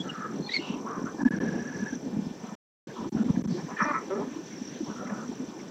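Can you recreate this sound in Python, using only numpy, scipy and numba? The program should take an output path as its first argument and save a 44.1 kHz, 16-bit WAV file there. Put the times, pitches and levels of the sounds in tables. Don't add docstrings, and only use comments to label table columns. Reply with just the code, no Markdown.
import sys
import numpy as np
from scipy import signal
from scipy.fft import rfft, irfft
from scipy.io import wavfile
from scipy.ndimage import uniform_filter1d
from numba import njit

SR = 44100
rng = np.random.default_rng(int(sys.argv[2]) if len(sys.argv) > 2 else 0)


def transcribe(u):
    v = np.clip(np.atleast_2d(u).T, -1, 1)
    q = np.round(v * 32767).astype(np.int16)
    wavfile.write(sys.argv[1], SR, q)


def nominal_scale(level):
    x = np.asarray(level, float) / 20
    return 10 ** x


N = 251370
T = np.arange(N) / SR


def level(x, db):
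    return x * nominal_scale(db) / np.sqrt(np.mean(x ** 2))


def track(tables):
    s, *columns = np.concatenate(tables).T
    return [np.interp(T, s, c) for c in columns]


@njit
def svf(x, hz, width):
    y, b, l = np.empty(len(x)), 0., 0.
    for i in range(len(x)):
        g, k = np.tan(np.pi * hz[i] / SR), width / hz[i]
        v = (b + g * (x[i] - l)) / (1 + g * (g + k))
        b, l, y[i] = 2 * v - b, l + 2 * g * v, k * v
    return y


def svf_twice(x, hz, width):
    return svf(svf(x, hz, width), hz, width)


def band(hz, width):
    centre = np.full(N, 1. * hz)
    return level(svf_twice(rng.standard_normal(N), centre, 1. * width), 0)


def walk(rate):
    k = int(SR / rate)
    steps = np.repeat(rng.standard_normal(N // k + 1), k)
    return 1.3 * uniform_filter1d(uniform_filter1d(steps, k), k)[:N]


def add(out, s, x):
    i = int(s * SR)
    out[max(i, 0):i + len(x)] += x[max(-i, 0):N - i]


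def filtered(x, order, hz, kind="low"):
    return signal.sosfilt(signal.butter(order, hz, kind, fs=SR, output="sos"), x)


# time in seconds, level in dB.
GUST = [
    [(0.0, -41), (.3, -43), (0.6, -45), (1.15, -40), (1.45, -34.5), (1.7, -38.5), (2.0, -40.5),
     (2.35, -42.5), (2.55, -48)],
    [(2.88, -46.5), (3.07, -36.5), (3.31, -36), (3.55, -41.5), (4.04, -44.5), (4.4, -44.5), (4.9, -43.5),
     (5.42, -43.5), (5.7, -44)],
]


def wind():
    calm_db, calm_span_db, rumble_hz = -40, 9, 131.5
    gust_db = track(GUST)[0]
    eddies = filtered(rng.standard_normal(N), 3, 300.)
    out = eddies * nominal_scale(gust_db + 22.5 + 3.28 * walk(40))
    t = np.arange(-2000, 2000) / SR
    for (s, db, hz, length_s), turn in zip(buffets(), rng.random(N)):
        shape = np.exp(-(t / (0.67 * max(length_s, .003))) ** 2)
        shove = 1.6 * np.cos(2 * np.pi * turn)
        ring = np.sin(2 * np.pi * (hz * t + turn))
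        add(out, s + t[0] - .004, nominal_scale(db) * shape * (ring + shove))
    rumble = filtered(out, 1, rumble_hz)
    return out - np.clip((calm_db - gust_db) / calm_span_db, 0, 1) * rumble


# time in seconds, peak in dB, ring in Hz, length in seconds.
BUFFETS = [(.008, -22.5, 236, 0.0047), (.403, -21, 232, 0.0025), (.6, -23, 287, 0.0067),
           (.707, -20.5, 210, 0.0074), (.747, -25, 242, 0.0077), (.984, -23.5, 223, 0.0051),
           (1.045, -20, 208, 0.0026), (1.236, -15, 243, 0.0056), (1.266, -9, 249.7, 0.012),
           (1.313, -15.5, 198, 0.0033), (1.343, -18, 200, 0.0084), (1.628, -24, 195, 0.0031),
           (1.832, -22, 214, 0.015), (2.143, -23, 204, 0.017), (2.172, -18, 222, 0.0041),
           (2.194, -19, 219, 0.012), (2.271, -20, 194, 0.0051), (3.13, -21.5, 226.3, 0.0037),
           (3.154, -13.5, 226, 0.004), (3.169, -18, 196, 0.0075), (3.214, -15.5, 216, 0.018),
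           (3.266, -20, 228, 0.011), (3.305, -8, 164, 0.0051), (3.378, -13, 215, 0.0058),
           (3.398, -17.5, 228, 0.0056), (3.491, -22.5, 212, 0.024), (3.526, -16.5, 150, 0.0074),
           (4.623, -21.5, 242, 0.0089), (4.837, -21, 232, 0.0081), (5.13, -23.5, 205.8, 0.019)]
# time in seconds, peak in dB, ring in Hz.
PUFFS = [(0.063, -31, 303), (.363, -28.5, 277), (.767, -27, 273), (1.023, -29, 270), (1.2, -28, 250),
         (1.22, -24, 283), (1.381, -25, 190), (1.462, -34, 219), (1.494, -23, 217), (1.557, -26, 274),
         (1.811, -26, 208), (1.934, -24, 269), (1.965, -27.5, 260), (2.228, -27, 194), (2.316, -27, 217),
         (3.005, -29, 215), (3.076, -28, 332), (3.35, -22, 195), (3.427, -19, 208), (3.467, -13.5, 174),
         (3.511, -21.5, 215), (3.647, -23, 156), (3.827, -19.5, 206), (3.872, -24, 282),
         (3.913, -25.5, 286), (2.444, -27.5, 206), (2.49, -29, 192), (2.528, -28, 194.5), (1.759, -26, 171),
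         (3.736, -28, 195), (4.168, -27, 201), (4.2, -30, 190), (4.221, -26.5, 247), (4.244, -30, 202),
         (4.279, -29.5, 237), (4.322, -27.5, 255), (4.371, -26, 303), (4.399, -29.5, 320),
         (4.815, -23.5, 317), (5.406, -25, 240), (4.899, -28, 211), (4.92, -28, 204), (5.06, -27, 207),
         (5.26, -33.5, 235), (5.3, -28, 243), (5.335, -32, 230), (5.43, -28, 232), (5.49, -30, 258)]


def buffets():
    puff_s, gap_s, over_gust_db, scatter_db = 0.0094, .045, 7.5, 2
    typical_hz, typical_s = 242, 0.01
    s = np.arange(0, T[-1], gap_s)
    late, size, pitch, length = rng.standard_normal((len(s), 4)).T
    s = np.clip(s + .4 * gap_s * late, 0, T[-1])
    db = np.interp(s, T, track(GUST)[0]) + over_gust_db + scatter_db * size
    chance = zip(s, db, typical_hz * (1 + .15 * pitch), typical_s * np.exp(0.69 * length))
    return BUFFETS + [(*row, puff_s) for row in PUFFS] + list(chance)


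# frequency in Hz, level in dB per Hz.
SHORE = [(300, -7.5), (450, -5.5), (620, -21.5), (860, -11.5), (1400, -25.5), (1750, -18.5), (2100, -26),
         (2450, -27.5), (3200, -24), (4400, -28.5), (5600, -27.5), (7200, -39.5), (7800, -40)]
# time in seconds, level in dB.
SWELL = [
    [(0, 5), (1.0, 9.5), (1.6, 7), (2.5, 5.5), (3.4, 4.5), (3.6, 2), (4.0, 7.5), (4.6, 2), (5.7, 6)],
]


def shore():
    treble_share, treble_db = -0.7, 8
    out, (middle_db,) = 0, track(SWELL)
    hzs, dbs = np.transpose(SHORE)
    for hz in 330 * 2 ** np.arange(0, 4.6, 1 / 3):
        high = np.clip(np.log2(hz / 800) / 0.88, 0, 1)
        swell_db = (1 - high) * middle_db + high * (treble_db + treble_share * middle_db)
        db = np.interp(np.log(hz), np.log(hzs), dbs) + 10 * np.log10(hz) - 79.5
        flicker_db = (3 - high) * walk(18) + 2 * walk(45) + .8 * walk(4)
        out = out + nominal_scale(db + swell_db + flicker_db) * band(hz, .36 * hz)
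    return out


# time in seconds, level in dB, throb depth 0-1.
INSECTS = [
    [(0, -57, 0.9), (.6, -59, 1), (1.2, -57, 0.9), (1.75, -52.5, 0.7), (1.95, -49.5, 0.7), (2.1, -67, 0.4),
     (2.5, -57, 0.7), (2.9, -61, 0.4), (3.5, -55, 0.44), (3.77, -57, 0.6), (3.83, -42.5, 0),
     (3.88, -56, .3), (4.4, -57.5, 0.65), (4.65, -50, 0.45), (5.0, -53.5, 0.5), (5.7, -58, 0.86)],
]


def insects():
    hiss_hz, width_hz, throb_hz = 5830., 400., 42.2
    db, depth = track(INSECTS)
    turn = (.13 + np.cumsum(throb_hz * (1 + 0.02 * walk(15))) / SR) % 1
    centre = hiss_hz * (1 + .12 * (.5 - turn) + .012 * walk(30))
    hiss = level(svf_twice(rng.standard_normal(N), centre, width_hz), -1.1)
    stroke = 1 - .85 * np.clip(depth, 0, 1) ** 1.5 * np.cos(2 * np.pi * turn)
    return nominal_scale(db + 1.5 * walk(30)) * hiss * stroke


# centre in Hz, width in Hz, strokes per second, level in dB.
STRAGGLERS = [
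    (5426, 540, 16, -69),
    (6100, 270, 55, -68.5),
    (7360, 1020, 30, -69.5),
]


def stragglers():
    out = 0
    for hz, width_hz, rate_hz, db in STRAGGLERS:
        turns = np.cumsum(rate_hz * (1 + .06 * walk(8))) / SR
        stroke = 1 + 0.52 * np.sin(2 * np.pi * turns)
        out = out + nominal_scale(db + 1.5 * walk(10)) * band(hz, width_hz) * stroke
    return out


# multiple of the base pitch, rms level in dB.
WHINE = [
    (5, -70),
    (6, -68),
    (8, -72),
]


def whine():
    base_hz = 297
    return sum(nominal_scale(db + 3 + 2 * walk(10)) * np.sin(2 * np.pi * k * base_hz * T) for k, db in WHINE)


def whistle(hz, db, octave_db, unsteady):
    u = np.linspace(0, 1, len(hz))
    waver, flutter = uniform_filter1d(rng.standard_normal((2, len(hz))), size=130) * np.sqrt(130)
    phase = 2 * np.pi * np.cumsum(hz * (1 + 0.012 * unsteady * waver)) / SR
    tone = np.sin(phase) + nominal_scale(octave_db) * (np.sin(2 * phase) + nominal_scale(-23.5) * np.sin(3 * phase))
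    return nominal_scale(db + 3) * (1 + unsteady * flutter) * np.sin(np.pi * u) ** .45 * tone


# start in seconds, length in seconds, first Hz, last Hz, level in dB.
PIPES = [(0.0, 0.023, 3330, 3380, -38), (.086, 0.013, 3030, 2950, -48), (.093, 0.016, 2910, 2820, -36),
         (.398, .018, 4200, 4400, -61), (.421, .016, 4180, 4300, -52), (.441, 0.015, 4130, 4300, -46),
         (.462, 0.016, 4160, 4350, -40.5), (.463, 0.016, 3500, 3640, -50.5),
         (.519, 0.0082, 3800, 3650, -39), (.506, 0.04, 3800, 3980, -44.5), (.47, .03, 2330, 2450, -52.5),
         (.575, 0.019, 2130, 2220, -38), (.572, 0.0072, 4250, 4380, -42), (.575, 0.016, 3900, 3620, -52),
         (.591, .02, 2810, 2790, -45), (.61, 0.041, 2790, 2820, -53.5), (.656, 0.067, 2860, 2810, -61),
         (.758, 0.056, 2490, 2350, -68), (1.203, 0.019, 1760, 1530, -39.5), (1.921, 0.023, 1520, 1690, -43)]
# start and length in seconds, first and last Hz, level in dB.
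CHIRP = [
    (.491, 0.01, 1960, 1920, -39),
    (.511, 0.018, 2043, 2110, -38),
    (.535, 0.024, 2230, 2223, -30.5),
    (.555, 0.023, 2208, 2090, -29.5),
]
# start in seconds, level in dB.
TRILL = [(1.18, -48), (1.242, -37.5), (1.304, -37), (1.381, -37.5), (1.446, -39.5), (1.516, -43.5),
         (1.579, -42), (1.649, -41.5), (1.718, -43), (1.787, -42.5), (1.853, -40)]


def songbirds():
    low_hz, top_hz, trill_note_s = 1509, 1728, .055
    out = np.zeros(N)
    for notes, octave_db, unsteady in [(PIPES, -28, .22), (CHIRP, -3, .36)]:
        for s, length_s, first_hz, last_hz, db in notes:
            hz = np.linspace(first_hz, last_hz, int(length_s * SR))
            add(out, s, whistle(hz, db, octave_db, unsteady))
    arch = np.sin(np.linspace(0, np.pi, int(trill_note_s * SR))) ** 0.77
    dip = 1 - .6 * arch ** 12
    for s, db in TRILL:
        add(out, s, whistle(low_hz + (top_hz - low_hz) * arch, db, -45, .48) * dip)
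    return out


def near_reflections(voice):
    smear = rng.standard_normal(900) * np.exp(-np.arange(900) / (0.0076 * SR))
    colour = rfft(smear, 4096)
    smear = np.roll(irfft(colour / np.abs(colour)), 400)[:1600]
    return signal.fftconvolve(voice, smear)[400:400 + len(voice)]


def waterfowl(calls, throat):
    out = np.zeros(N)
    for points in calls:
        s, *columns = np.transpose(points)
        t = np.arange(s[0], s[-1], 1 / SR)
        db, throat_hz, hz, rough = (np.interp(t, s, c) for c in columns)
        rough = np.clip(rough, 0, 1)
        chance = rng.standard_normal((3, len(t)))
        wobble = uniform_filter1d(chance[0], size=300) * np.sqrt(300)
        cycles = np.cumsum(hz * (1 + .12 * rough * wobble)) / SR
        pulses = np.diff(np.floor(cycles), prepend=0) * nominal_scale(7 * rough * chance[1]) * np.sqrt(SR / hz)
        air = chance[2] * 1.5 * np.exp(-(cycles % 1) / 0.7)
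        source = (1 - rough) * pulses + rough * air
        wider = .75 + .7 * rough.mean()
        voice = sum((-1) ** k * nominal_scale(d) * svf_twice(source, share * throat_hz, width_hz * wider)
                    for k, (share, width_hz, d) in enumerate(throat))
        voice = level(near_reflections(voice), 0)
        add(out, s[0] - .002, voice * nominal_scale(db) * signal.windows.tukey(len(t), .12))
    return out


def call(times, db, throat_hz, hz, rough):
    rise_db, fall_db = -6.5, -7.5
    ends = [times[0], times[-1]]
    dbs = db + np.array([rise_db, 0, fall_db])
    throats, pitches = np.interp(times, ends, throat_hz), np.interp(times, ends, hz)
    return list(zip(times, dbs, throats, pitches, np.full(len(times), rough)))


RASP_HZ, RASP_ROUGH = 250, .55

# start in seconds, end in seconds, peak in dB, first Hz, last Hz.
CACKLES = [
    (0.849, 0.993, -40, 540, 631),
    (0.89, 1.043, -41.5, 635, 470),
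    (0.854, 0.896, -40, 380, 776),
    (1.054, 1.105, -40, 640, 750),
    (1.057, 1.127, -45, 578, 538),
    (4.208, 4.24, -36.5, 435, 460),
    (4.178, 4.21, -34.5, 240, 250),
]
# start in seconds, end in seconds, peak in dB, first Hz, last Hz.
GABBLE = [
    (0.035, 0.127, -45.5, 332, 327),
    (0.131, 0.202, -42, 419, 419),
    (0.201, 0.25, -39, 434, 442),
    (0.24, 0.274, -33, 425.4, 434),
    (0.277, 0.341, -48.5, 409, 400),
    (4.14, 4.187, -41.5, 426.5, 432),
    (4.897, 4.95, -49.5, 472, 466),
    (4.954, 5.076, -44, 475, 444),
    (5.061, 5.271, -47, 503, 456),
]
# start, loudest and end in seconds, peak in dB, throat in Hz.
RASPS = [(.588, .64, .76, -45, 2800), (.6, .757, .97, -46, 893), (.05, .2, .34, -48, 1450),
         (.86, .95, 1.13, -50, 1450), (1.308, 1.325, 1.345, -47, 850), (1.41, 1.43, 1.46, -48, 930),
         (1.494, 1.51, 1.67, -47, 700), (0, .02, .21, -50, 540), (2.42, 2.45, 2.55, -47, 650),
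         (2.44, 2.48, 2.55, -49, 1000), (2.895, 2.91, 2.93, -51, 1600), (2.955, 2.985, 3.025, -41, 950),
         (3.035, 3.058, 3.075, -43, 930), (3.158, 3.168, 3.235, -46, 1400), (3.14, 3.164, 3.24, -45, 720),
         (3.265, 3.294, 3.32, -47, 1000), (3.33, 3.363, 3.42, -48, 700), (3.35, 3.365, 3.38, -51, 1750),
         (3.57, 3.598, 3.63, -46, 846), (3.565, 3.6, 3.625, -51, 1700), (3.682, 3.69, 3.76, -43, 1010),
         (3.681, 3.695, 3.74, -43, 680), (3.7, 3.735, 3.76, -49, 1750), (4.075, 4.113, 4.125, -39, 530),
         (4.24, 4.26, 4.3, -47, 500), (4.02, 4.035, 4.05, -45, 520), (4.5, 4.53, 4.58, -56, 2200),
         (4.85, 4.88, 4.96, -46, 880), (5.012, 5.03, 5.05, -37, 550), (5.05, 5.12, 5.25, -43, 560),
         (5.06, 5.12, 5.24, -48, 950), (5.062, 5.072, 5.085, -48, 2000), (5.092, 5.102, 5.112, -44, 1780),
         (5.59, 5.603, 5.62, -54, 2150), (5.315, 5.33, 5.345, -46, 780), (5.17, 5.2, 5.25, -48, 1300),
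         (4.4, 4.45, 4.5, -50, 520), (4.7, 4.77, 4.82, -45, 450)]
# share of throat Hz, width in Hz, level in dB.
FLOCK_THROAT = [
    (.5, 220, -7),
    (1.0, 330, 4),
    (1.35, 398, -13),
]


def flock():
    gabble_throat_hz, cackle_rough, gabble_rough, peak_share, rasp_sag = 1267, 0.45, .38, .37, .03
    calls = []
    for a, b, db, *hz in CACKLES:
        calls.append(call([a, a + peak_share * (b - a), b], db, [2 * f for f in hz], hz, cackle_rough))
    for a, b, db, *hz in GABBLE:
        calls.append(call([a, a + peak_share * (b - a), b], db, [gabble_throat_hz] * 2, hz, gabble_rough))
    for *s, db, hz in RASPS:
        sag = [hz * (1 + rasp_sag), hz * (1 - rasp_sag)]
        calls.append(call(s, db, sag, [RASP_HZ] * 2, RASP_ROUGH))
    return waterfowl(calls, FLOCK_THROAT)


# start in seconds, end in seconds, peak in dB, first Hz, last Hz.
SQUEALS = [(3.49, 3.61, -55, 4700, 4000), (3.5, 3.6, -57, 5400, 5000), (4.0, 4.1, -56, 1900, 1700),
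           (.64, .76, -53, 2950, 2750), (.48, .59, -48, 3600, 3900), (.58, .72, -58, 4300, 4200),
           (3.77, 3.83, -54, 3100, 2800), (.6, .81, -53, 2850, 2600), (.53, .6, -54, 2900, 2600),
           (1.2, 2.0, -53, 1650, 1650), (.5, .585, -46, 4000, 4000)]
# share of throat Hz, width in Hz, level in dB.
SQUEAL_THROAT = [
    (1, 900, 0),
]


def squeals():
    calls = [call([a, (2 * a + b) / 3, b], db, hz, [RASP_HZ] * 2, 1) for a, b, db, *hz in SQUEALS]
    return waterfowl(calls, SQUEAL_THROAT)


# start, loudest and end in seconds, peak in dB, throat in Hz.
CLUCKS = [
    (1.178, 1.187, 1.2, -44, 900),
    (1.202, 1.21, 1.222, -35, 920),
    (1.222, 1.228, 1.237, -41, 890),
    (1.25, 1.259, 1.28, -40, 920),
]
# share of throat Hz, width in Hz, level in dB.
CLUCK_THROAT = [
    (1, 230, 0),
    (.68, 200, -12),
]


def clucks():
    calls = [call(s, db, [hz] * 2, [RASP_HZ] * 2, RASP_ROUGH) for *s, db, hz in CLUCKS]
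    return waterfowl(calls, CLUCK_THROAT)


# first Hz, last Hz, roughness 0-1.
HONK = [
    (160, 141, .44),
    (301, 294, .36),
    (137, 128, .32),
    (299, 297, .08),
    (300, 297, .32),
]
# time in seconds, level in dB.
HONK_EFFORT = [
    [(3.772, -46), (3.785, -42), (3.803, -33), (3.812, -22.5), (3.829, -25), (3.834, -33), (3.852, -29)],
    [(3.84, -28), (3.86, -31), (3.875, -36), (3.89, -29), (3.905, -32), (3.918, -30), (3.924, -37.5),
     (3.935, -35)],
    [(3.926, -41), (3.936, -32), (3.944, -28.5), (3.966, -29.5), (3.972, -35), (3.997, -40), (4.003, -45),
     (4.03, -54)],
    [(3.85, -49), (3.865, -37), (3.9, -37.5), (3.915, -48)],
    [(3.762, -46), (3.769, -37), (3.782, -41), (3.8, -31.5), (3.81, -41)],
]
# share of throat Hz, width in Hz, level in dB.
HONK_THROAT = [
    [(.46, 220, -11.5), (.82, 300, 0.5), (1.03, 260, 1), (1.4, 275, 1), (1.88, 258, -14)],
    [(.46, 200, -4), (.7, 220, -4.5), (.93, 260, 0), (1.17, 260, -9), (1.55, 400, -8.5)],
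    [(.46, 220, -24), (.83, 170, 0.5), (1.04, 220, 2.5), (1.5, 480, -7), (1.9, 297, -16.5)],
    [(1.39, 140, -2), (1.86, 140, -13)],
    [(1.3, 260, 0), (1.78, 260, -15)],
]


def honk():
    rest_hz, close_share, close_s = 1268, 0.072, 0.022
    out = 0
    for effort, (first_hz, last_hz, rough), throat in zip(HONK_EFFORT, HONK, HONK_THROAT):
        s, db = np.transpose(effort)
        u = np.arange(s[0], s[-1], .002)
        throat_hz = rest_hz * (1 + close_share * np.exp((HONK_EFFORT[0][0][0] - u) / close_s))
        hz = np.linspace(first_hz, last_hz, len(u))
        points = np.transpose([u, np.interp(u, s, db), throat_hz, hz, np.full(len(u), rough)])
        out = out + waterfowl([points], throat)
    return out


# time in seconds, level in dB, pitch in Hz.
GRUNT = [(4.095, -44.5, 182.7), (4.104, -33.5, 188.3), (4.112, -29, 188.5), (4.142, -31, 203.9),
         (4.153, -41, 210.8), (4.161, -35.5, 213.1), (4.188, -34.5, 191.7), (4.208, -34, 204),
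         (4.222, -34.5, 215.8), (4.24, -41.5, 202), (4.291, -43, 202)]
# share of throat Hz, width in Hz, level in dB.
GRUNT_THROAT = [
    (.5, 120, -16),
    (1.0, 200, 0),
    (1.36, 160, -9),
    (2.0, 264, -16),
    (3.05, 300, -16),
    (4.6, 500, -27),
]


def grunt():
    rest_hz, close_hz, close_s, rough, rough_per_db = 415, 109, 0.0075, .1, .03
    top_db = max(db for _, db, _ in GRUNT)
    points = []
    for s, db, hz in GRUNT:
        throat_hz = rest_hz + close_hz * np.exp((GRUNT[0][0] - s) / close_s)
        points.append((s, db, throat_hz, hz, rough + rough_per_db * (top_db - db)))
    return waterfowl([points], GRUNT_THROAT)


def scene():
    echo_db, echo_t60_s, song_dry_share = -10, .13, .2
    song = songbirds()
    birds = song + flock() + squeals() + clucks() + honk() + grunt()
    t = T[:12000]
    scatter = rng.standard_normal(len(t)) * 1000. ** (-t / echo_t60_s)
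    scatter = scatter / np.sqrt(np.sum(scatter ** 2))
    echo = signal.fftconvolve(birds - song_dry_share * song, scatter)[:N]
    return (birds + nominal_scale(echo_db) * echo + wind() + shore() + insects() + stragglers())[None]


def gate(gaps):
    return 1 - sum(np.clip(np.minimum(T - a, b - T) / 0.0028 + .5, 0, 1) for a, b in gaps)


# start in seconds, end in seconds.
LOST = [
    (1.236, 1.250),
    (1.288, 1.307),
    (1.387, 1.402),
    (3.093, 3.120),
    (3.236, 3.242),
    (3.422, 3.439),
    (3.460, 3.474),
]


def lose_packets(x):
    return x * gate(LOST)


# start in seconds, end in seconds.
SILENCE = [
    (2.552, 2.872),
]


def fall_silent(x):
    return x * gate(SILENCE)


def roll_off(x):
    return signal.sosfilt(signal.butter(12, 15500, fs=SR, output="sos"), x)


def record(dry):
    wind_cut_hz, leak_db, link_top_hz, hiss_db = 146.7, -21.5, 8080, -71.5
    x = lose_packets(dry + whine())
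    x = filtered(x, 5, wind_cut_hz, "high") + nominal_scale(leak_db) * filtered(x, 2, 55, "high")
    x = signal.sosfilt(signal.cheby1(8, .5, link_top_hz, fs=SR, output="sos"), x)
    x = fall_silent(x + nominal_scale(hiss_db) * rng.standard_normal(x.shape))
    return roll_off(x)


dry = scene()
out = record(dry)
transcribe(out)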